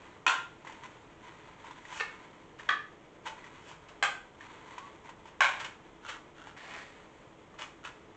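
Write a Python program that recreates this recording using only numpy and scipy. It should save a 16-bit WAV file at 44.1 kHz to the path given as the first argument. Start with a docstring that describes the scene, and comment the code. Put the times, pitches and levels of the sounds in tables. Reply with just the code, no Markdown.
"""Foil baking cups dropped into a metal tray

A cook peels thin foil cups off a stack: fingers tick, scrape and squeak on the nested rims (clicks and tones).
Each cup blow is a noisy crack, a short rattle and its own ring of decaying modes; one cup springs free of the stack.
Then the stack is put aside with a few crinkles (bursts of clicks) and a brush of the sleeve (filtered rubbing).
A small kitchen reflects it all over room air, hiss and a faint appliance hum."""
import sys
import numpy as np
from scipy import signal
from scipy.fft import rfft, irfft
from scipy.io import wavfile

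SR = 44100
rng = np.random.default_rng(int(sys.argv[2]) if len(sys.argv) > 2 else 0)


def persist_wave(psi):
    """Save psi, clipped to +-1, as 16-bit WAV."""
    counts = np.round(np.clip(psi, -1, 1) * 32767).astype(np.int16)
    wavfile.write(sys.argv[1], SR, np.atleast_2d(counts).T)


N = 359856
TIME = np.arange(N) / SR

# Resonances of each cup against the tray, then of one springing free: pitch_hz, width_hz, level_db
MODES_A = [(1040, 68, -18), (1404, 55, -21), (1534, 40, -13), (1885, 14, -11), (2515, 140, 0),
           (2860, 22, -22), (3360, 29, -14), (4200, 40, -20)]
MODES_B = [(1285, 77, -6), (1520, 52, 5), (1690, 20, -13), (1930, 53, -4), (2314, 25, -7.5),
           (2420, 38, -22), (3310, 74, -26)]
MODES_C = [(872, 34, -12), (1227, 29, -10), (1604, 160, 7), (2070, 100, -4.5), (2540, 22, -10),
           (3180, 44, -9), (3410, 62, -11), (4054, 35, -7)]
MODES_D = [(1087, 45, 6), (1558, 44, 4), (2243, 33, 0), (2420, 65, -5), (2940, 44, -8), (3220, 20, -28),
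           (3760, 50, -16), (4000, 79, -22)]
MODES_FREE = [(1230, 130, -2), (1796, 41, -9), (2200, 22, -1.5), (2630, 76, -9)]
# Broad colour of the pleated foil in each of these blows: pitch_hz, level_db
FOIL_A = [(180, -68), (300, -17), (439, -20), (478, -16.5), (721, -11.5), (970, 0), (1200, -4.5),
          (1400, -1), (1990, -9), (2500, -10), (3370, -8.5), (4720, -24.5), (7320, -20.5), (8800, -40.5),
          (11400, -85), (19400, -120)]
FOIL_B = [(150, -56), (250, -26), (861, -17), (1200, 1.5), (1350, -13.5), (1790, 0), (2110, -17),
          (2270, -9.5), (2790, -22), (3190, -14.5), (4780, -32), (5890, -33.5), (7700, -41), (8800, -54),
          (11400, -92), (19400, -120)]
FOIL_C = [(120, -67), (200, -31), (365, -21), (819, -6.5), (900, -11), (1340, -5), (1590, -4.5),
          (1810, -13), (2440, -10), (3300, -13.5), (3800, -21), (4180, -21), (5140, -28), (7390, -20),
          (8800, -40), (11400, -75), (19400, -120)]
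FOIL_D = [(260, -47), (450, -33), (584, -16.5), (892, -12), (1090, -8.5), (1200, -15), (1520, -9),
          (2030, -16), (2180, -9.5), (2600, -20.5), (2980, -19), (4720, -34), (7300, -31), (8800, -48),
          (11400, -85), (19400, -120)]
FOIL_FREE = [(120, -64), (200, -36), (421, -9.5), (832, -15.5), (929, -13), (1780, -3.5), (2020, -9),
             (2640, -10), (7050, -32.5), (8800, -42), (11400, -78), (19400, -120)]
# Blows of the cups; rattle is relative to the crack, ring and room are mix levels before the blow is levelled:
# start_s, level_db, rattle_db, rattle_t60_s, ring_db, ring_t60_s (wide modes die sooner), room_db, colour, modes
CLINKS = [ (0.2644, -25.5, -5.5, 0.16, -3.5, 0.14, -1.5, FOIL_A, MODES_A),
          (1.9992, -36, 4.5, 0.096, -12.5, 0.74, -6.5, FOIL_FREE, MODES_FREE),
          (2.689, -28.5, -8.5, 0.095, -9, 0.16, -5, FOIL_B, MODES_B),
          (4.0256, -28.5, -2, 0.13, -1, 0.15, -5.5, FOIL_C, MODES_C),
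          (5.4057, -23.5, -5.5, 0.44, -4, 0.27, -11, FOIL_D, MODES_D)]
# The rattle starts this late at 0 dB; the sooner the rim comes back, the stronger it chatters
REBOUND_S, REBOUND_HALVING_DB = 0.008, 10


def clinks(crack_s=0.0066, build_s=0.0013, tone_room=0.32, body_db=-2):
    """Each blow cracks the thin wall; the rim chatters on, and the cup rings."""
    out = np.zeros(N)
    t = TIME[:SR * 3 // 4]
    for start, db, rattle_db, rattle_t60, ring_db, ring_t60, room_db, foil, modes in CLINKS:
        delay = REBOUND_S * .5 ** (rattle_db / REBOUND_HALVING_DB)
        crack = grains(len(t), rate=9000, spread_db=3.5) * np.exp(-(t / crack_s) ** 2)
        chatter = grains(len(t), rate=1500, spread_db=2.5)
        rattle = chatter * (t > delay) * fade(np.abs(t - delay), rattle_t60)
        wall = colour(crack + undb(rattle_db) * rattle, foil)
        contact = 0.81 * wall + undb(body_db) * resonate(wall, modes)
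        tone = undb(ring_db) * ring(t, modes, ring_t60) * (1 - np.exp(-t / build_s))
        reflections = kitchen(1.49 * contact + tone_room * tone)
        blow = contact + tone + undb(room_db) * reflections
        add(out, start, undb(db) * blow / np.std(blow[:SR // 10]))  # level over the first tenth of a second
    return out


def ring(t, modes, t60, split_db=-11, broad_hz=400):
    """Decaying modes of a cup; the uneven pleats give each two weak neighbours that beat against it."""
    out = 0
    weights = undb([split_db, 0, split_db])
    for hz, width, db in modes:
        offsets = width * np.array([-1, 0, 1]) * rng.uniform(.5, 1, len(weights))
        phases = rng.random((len(weights), 1))  # in turns
        waves = np.sin(2 * np.pi * ((hz + offsets)[:, None] * t + phases))
        decay = fade(t, t60 / (1 + width / broad_hz))  # wide modes die sooner
        out = out + undb(db) * weights @ waves * decay
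    return np.sqrt(2) * out / np.linalg.norm(undb(np.array(modes)[:, 2]))


def resonate(x, modes, widen=1.02):
    """What a cup's resonances pick out of a sound, all at equal peak gain."""
    return sum(signal.lfilter(*signal.iirpeak(hz, hz / (widen * width), fs=SR), x) for hz, width, _ in modes)


# Fingertip flicking one rim, or running over several: start_s, run_length_s, level_db, pitch_hz
FLICKS = [(0.648, 0.09, -38.5, 964), (0.672, 0, -35, 1995), (1.644, 0.035, -38, 950),
          (1.709, 0, -35.5, 985), (1.852, 0, -38, 1920), (1.925, 0, -32.5, 974), (2.596, 0, -36, 1800),
          (3.441, 0, -40, 1960), (3.713, 0, -37.5, 920), (4.408, 0, -38, 1790), (4.78, 0, -28, 990),
          (5.091, 0, -34.5, 940), (5.255, 0, -41, 920), (6.471, 0, -36, 880), (7.541, 0, -46, 1170)]
# Colour of loose pleats: pitch_hz, level_db
PLEATS = [(290, -44.5), (500, -11), (604, -3), (716, -14.5), (865, -2), (1420, -3), (1860, -5.5),
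          (3090, -6.5), (5400, -29), (7020, -54), (11900, -120)]
# Treble colour of rubbing foil, shared by the handling sounds: pitch_hz, level_db
STACK_HISS = [(2470, -43), (4200, -8.5), (5280, 0), (7130, 5), (7870, -0.5), (8800, -15), (11400, -58),
              (19400, -120)]
# Time from rim to rim; shares by which gap and pitch vary
RIM_GAP_S, RIM_GAP_SCATTER, RIM_DETUNE = 0.024, 0.15, 0.057


def ticks(t60=0.032, snap_t60=0.083, attack_s=0.00036, pip_db=-1, body_db=-13.25, hiss_db=-26.5):
    """Each rim that the fingertip passes gives a damped pip under a dry snap."""
    out = np.zeros(N)
    t = TIME[:SR // 8]
    for start, length, db, hz in FLICKS:
        for rim in range(1 + int(length / RIM_GAP_S)):
            late, detune = rng.standard_normal(2) * (rim > 0)  # the first rim is exact
            pitch = hz * (1 + RIM_DETUNE * detune)
            pip = np.sin(2 * np.pi * pitch * t) * fade(t, t60) * (1 - np.exp(-t / attack_s))
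            snap = grains(len(t), rate=4300, spread_db=2.5) * fade(t, snap_t60)
            body = undb(body_db) * colour(snap, PLEATS)
            hiss = undb(hiss_db) * colour(snap, STACK_HISS)
            moment = start + RIM_GAP_S * (rim + RIM_GAP_SCATTER * late)
            add(out, moment, undb(db) * (undb(pip_db) * pip + body + hiss))
    return out


# Strokes of foil sliding on foil: start_s, length_s, level_db, lower_resonance_hz
SLIDES = [(0.822, 0.054, -48, 1010), (1.219, 0.087, -54, 1000), (1.861, 0.12, -50, 1010),
          (2.588, 0.11, -53, 990), (3.251, 0.032, -41, 960), (5.03, 0.099, -54, 980),
          (6.012, 0.18, -47.5, 1400), (6.34, 0.21, -54, 1415), (7.826, 0.084, -47.5, 1380)]
# Colour of the nested stack: pitch_hz, level_db
STACK = [(410, -43), (700, -25.5), (821, -11), (903, -3), (1050, -8.5), (1450, -8.5), (2000, -10.5),
         (2770, -17.5), (3220, -16.5), (5020, -27), (7050, -32.5), (7830, -28.5), (8800, -43.5),
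         (11400, -45.5), (19400, -120)]


def slides(body_db=-5, tone_db=-6.0, hiss_db=-20):
    """Pleats catch and slip on each other: small clicks ring the stack at a pitch set by the grip."""
    out = np.zeros(N)
    for start, length, db, hz in SLIDES:
        count = int(length * SR)
        slips = grains(count, rate=1100, spread_db=3.2)
        scrape = undb(body_db) * colour(slips, STACK) + undb(hiss_db) * colour(slips, STACK_HISS)
        tone = undb(tone_db) * stack_tone(slips, hz)
        add(out, start, undb(db) * signal.windows.tukey(count, .5) * (scrape + tone))
    return out


# The stack's second resonance against its first
UPPER_RATIO, UPPER_DB = 1.94, -5


def stack_tone(slips, hz, sharpness=13):
    """The two resonances of the nested cups, about an octave apart."""
    def resonance(f):
        makeup = np.sqrt(sharpness * SR / (np.pi * f))  # offsets the loss in a narrow band
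        return makeup * signal.lfilter(*signal.iirpeak(f, sharpness, fs=SR), slips)
    return resonance(hz) + undb(UPPER_DB) * resonance(hz * UPPER_RATIO)


# Fingers take a new hold on the stack, and the rubbing dies down: peak_s, level_db, t60_s
GRIPS = [(0.02, -52, 0.76), (0.68, -53, 2.3), (1.28, -55, 3.2), (1.67, -52.5, 1.2), (2.13, -52.5, 1.4),
         (3.4, -54, 2.2), (4.44, -52, 2.5), (4.71, -53.5, 1.5)]
# Time constant of taking hold; level of the rubbing under a steady hand, before the mix of its layers
GRIP_BUILD_S, HOLD_DB = 0.04, -63.5


def grip(body_db=-2, hiss_db=-21, tone_db=-11, stack_hz=1010, patchy_db=2):
    """Nested cups rub faintly the whole time, most around each new hold."""
    holds = sum(surge(s, db, GRIP_BUILD_S, t60) ** 2 for s, db, t60 in GRIPS)
    effort = np.sqrt(undb(HOLD_DB) ** 2 + holds)
    slips = grains(N, rate=1500, spread_db=-0.5) * undb(patchy_db * wander(40)) * effort
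    scrape = undb(body_db) * colour(slips, STACK) + undb(hiss_db) * colour(slips, STACK_HISS)
    return scrape + undb(tone_db) * stack_tone(slips, stack_hz)


# One rim singing as it drags out of the next: start_s, length_s, level_db, start_pitch_hz, rise_hz_per_s
SQUEAKS = [(0.818, 0.042, -49, 920, 2500), (3.257, 0.092, -47.5, 888, 0), (4.785, 0.123, -51.5, 1063, 900)]
SQUEAK_EDGE_SHARE = 0.37  # share of its length spent swelling and fading


def squeak():
    """Stick-slip between two rims locks briefly into an unsteady tone, steady or rising as the grip tightens."""
    out = np.zeros(N)
    waver = 1 + .015 * wander(300)
    flutter = undb(2.5 * wander(120))
    for start, length, db, hz, rise in SQUEAKS:
        span = (TIME >= start) & (TIME < start + length)
        pitch = (hz + rise * (TIME[span] - start)) * waver[span]
        level = undb(db) * signal.windows.tukey(len(pitch), SQUEAK_EDGE_SHARE) * flutter[span]
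        add(out, start, level * np.sin(2 * np.pi * np.cumsum(pitch) / SR))
    return out


# Loose foil buckling and settling, level before the final mix: peak_s, level_db, build_s
CRINKLES = [(1.976, -43.5, 0.055), (2.591, -49, 0.0045), (3.275, -40, 0.013), (3.689, -50, 0.039),
            (3.887, -49.5, 0.002), (5.277, -52, 0.0099), (5.602, -36, 0.0043), (5.646, -36.5, 0.0014),
            (6.092, -37, 0.0068), (7.592, -42, 0.0047), (7.62, -40.5, 0.0088), (7.85, -40.5, 0.0033)]
# A slow build-up also takes longer to settle and, being a peeling of pleats, hisses more
SETTLE_T60_S, SETTLE_PER_BUILD = 0.11, 3.3
CRINKLE_TREBLE_DB, PEEL_TREBLE_DB_PER_S = -4, 98


def crinkles(hiss_db=-11):
    """Pleats give way in a quick avalanche of clicks that builds up and dies off."""
    body, hiss = 0, 0
    for peak_s, db, build_s in CRINKLES:
        strain = surge(peak_s, db, build_s, SETTLE_T60_S + SETTLE_PER_BUILD * build_s)
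        body = body + strain
        hiss = hiss + strain * undb(CRINKLE_TREBLE_DB + PEEL_TREBLE_DB_PER_S * build_s)
    clicks = grains(N, rate=2500, spread_db=0.0)
    return colour(clicks * body, PLEATS) + undb(hiss_db) * colour(clicks * hiss, STACK_HISS)


# Sleeve swings, swelling and fading evenly about their fastest moment, level before the mix:
# peak_s, level_db, swell_s (time constant)
SWINGS = [(6.58, -53, 0.027), (6.745, -44.5, 0.12), (7.23, -68, 0.069)]
# Colour of the cloth: pitch_hz, level_db
CLOTH = [(180, -50), (300, -16), (331, -15), (392, -19), (513, -9), (1010, -5), (1550, -7), (1780, -2.5),
         (4720, -20), (7020, -21.5), (8800, -42), (11400, -69), (19400, -120)]
SLEEVE_TOUCH_S = 6.565  # the cloth first makes contact


def sleeve(db=-1, catch_db=-7, hiss_db=-46):
    """Cotton fibres rub in a fine, uneven stream, hissing even when slow, with sparser catches of the folds."""
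    fibres = grains(N, rate=3000, spread_db=2) * undb(1.5 * wander(60))
    folds = grains(N, rate=120, spread_db=2.5)
    speed = sum(undb(peak_db) * np.exp(-np.abs(TIME - s) / swell_s) for s, peak_db, swell_s in SWINGS)
    rub = undb(db) * colour(fibres + undb(catch_db) * folds, CLOTH) * speed
    hiss = undb(hiss_db) * colour(fibres, STACK_HISS) * np.sqrt(speed)
    return (rub + hiss) * (TIME > SLEEVE_TOUCH_S)


# Colour of the kitchen air: pitch_hz, level_db
AIR = [(12, -40), (20, -10.5), (71, -10), (135, -6.5), (242, -9.5), (327, -5.5), (396, -11), (423, -7.5),
       (917, -14.5), (1240, -15.5), (1470, -22.5), (3400, -27), (4420, -54.5), (7480, -120)]
# Colour of the steady hiss: pitch_hz, level_db
HISS = [(2120, -43.5), (3600, -7), (4490, -8), (5100, -6), (7220, -4), (8800, -15), (11400, -65),
        (19400, -120)]
# Appliance hum, rms level before the trim: pitch_hz, level_db
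HUM = [(328.4, -68.5), (425.3, -66)]


def background(air_db=-56, hiss_db=-77, hum_trim_db=-2, waver_hz=5):
    """Steady room air and faint hiss are coloured noise; the appliance hum is wavering sines."""
    air = undb(air_db) * colour(rng.standard_normal(N), AIR, size=8192)
    hiss = undb(hiss_db) * colour(rng.standard_normal(N), HISS)
    hum = 0
    for hz, db in HUM:
        level = undb(db + 2 * wander(5.6))
        pitch = hz + waver_hz * wander(20)
        hum = hum + level * np.sin(2 * np.pi * np.cumsum(pitch) / SR)
    return air + hiss + np.sqrt(2) * undb(hum_trim_db) * hum


ROOM_T60_S, ROOM_TREBLE_T60_S = 0.39, 0.36


def kitchen(x, first_s=0.0048, split_hz=3000):
    """Dense reflections off near walls and cupboards, at unit energy."""
    t = TIME[:SR * 3 // 4]
    echoes = rng.standard_normal(len(t)) * np.clip(t / first_s - 1, 0, 1)
    low = signal.sosfilt(signal.butter(2, split_hz, fs=SR, output="sos"), echoes)
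    shuffled = rng.permutation(echoes)  # without the onset gap: treble reflects at once
    high = signal.sosfilt(signal.butter(2, split_hz, "high", fs=SR, output="sos"), shuffled)
    response = low * fade(t, ROOM_T60_S) + high * fade(t, ROOM_TREBLE_T60_S)
    return signal.fftconvolve(x, response / np.linalg.norm(response))[:len(x)]


def grains(count, rate, spread_db):
    """Tiny buckling clicks at random moments, rate per second, their sizes skewed by spread_db; rms 1."""
    size = undb(spread_db * np.minimum(rng.exponential(size=count), 4))
    return unit((rng.random(count) < rate / SR) * size * rng.choice([-1, 1], count))


def surge(peak_s, db, build_s, t60):
    """Gain that builds up exponentially to a peak and dies away."""
    t = TIME - peak_s
    return undb(db) * np.exp(np.minimum(t, 0) / build_s) * fade(np.maximum(t, 0), t60)


def wander(rate):
    """Slow random drift with a spread near 1, through rate random points per second."""
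    knots = rng.standard_normal(int(N / SR * rate) + 2)
    return np.interp(TIME * rate, np.arange(len(knots)), knots)


def colour(x, points, size=2048):
    """Minimum-phase filter of unit power gain through (pitch_hz, level_db) points."""
    hz, db = np.transpose(points)
    grid = np.maximum(np.arange(size // 2 + 1) * SR / size, 1)
    gain = unit(undb(np.interp(np.log(grid), np.log(hz), db)))
    cepstrum = irfft(np.log(gain))
    cepstrum[1:size // 2] *= 2  # folding the cepstrum makes the filter causal
    cepstrum[size // 2 + 1:] = 0
    return signal.fftconvolve(x, irfft(np.exp(rfft(cepstrum))))[:len(x)]


def fade(t, t60):
    """Exponential decay that loses 60 dB in t60 seconds."""
    return np.exp(-np.log(1000) * t / t60)


def undb(db):
    """Decibels to gain."""
    return 10 ** (np.asarray(db) / 20)


def unit(x):
    """Scale to rms 1."""
    return x / np.sqrt(np.mean(x ** 2))


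def add(track, start, x):
    """Mix a sound into a track at a time in seconds."""
    i = max(int(start * SR), 0)
    track[i:i + len(x)] += x[:N - i]


def scene(near_room_db=-8, loose_room_db=-4, loose_db=-0.5):
    """Cups in the tray and handling noises in one kitchen; the fingers on the stack are drier than loose foil."""
    near = ticks() + slides() + grip() + squeak()
    loose = crinkles() + sleeve()
    room = kitchen(undb(near_room_db) * near + undb(loose_room_db) * loose)
    return (clinks() + near + undb(loose_db) * loose + room + background())[None]


def record(dry):
    """A narrow audio band: two low-pass filters round off the treble, then cut it steeply."""
    rounded = signal.sosfilt(signal.butter(10, 8300, fs=SR, output="sos"), dry)
    return signal.sosfilt(signal.ellip(8, .3, 60, 8750, fs=SR, output="sos"), rounded)


dry = scene()
out = record(dry)
persist_wave(out)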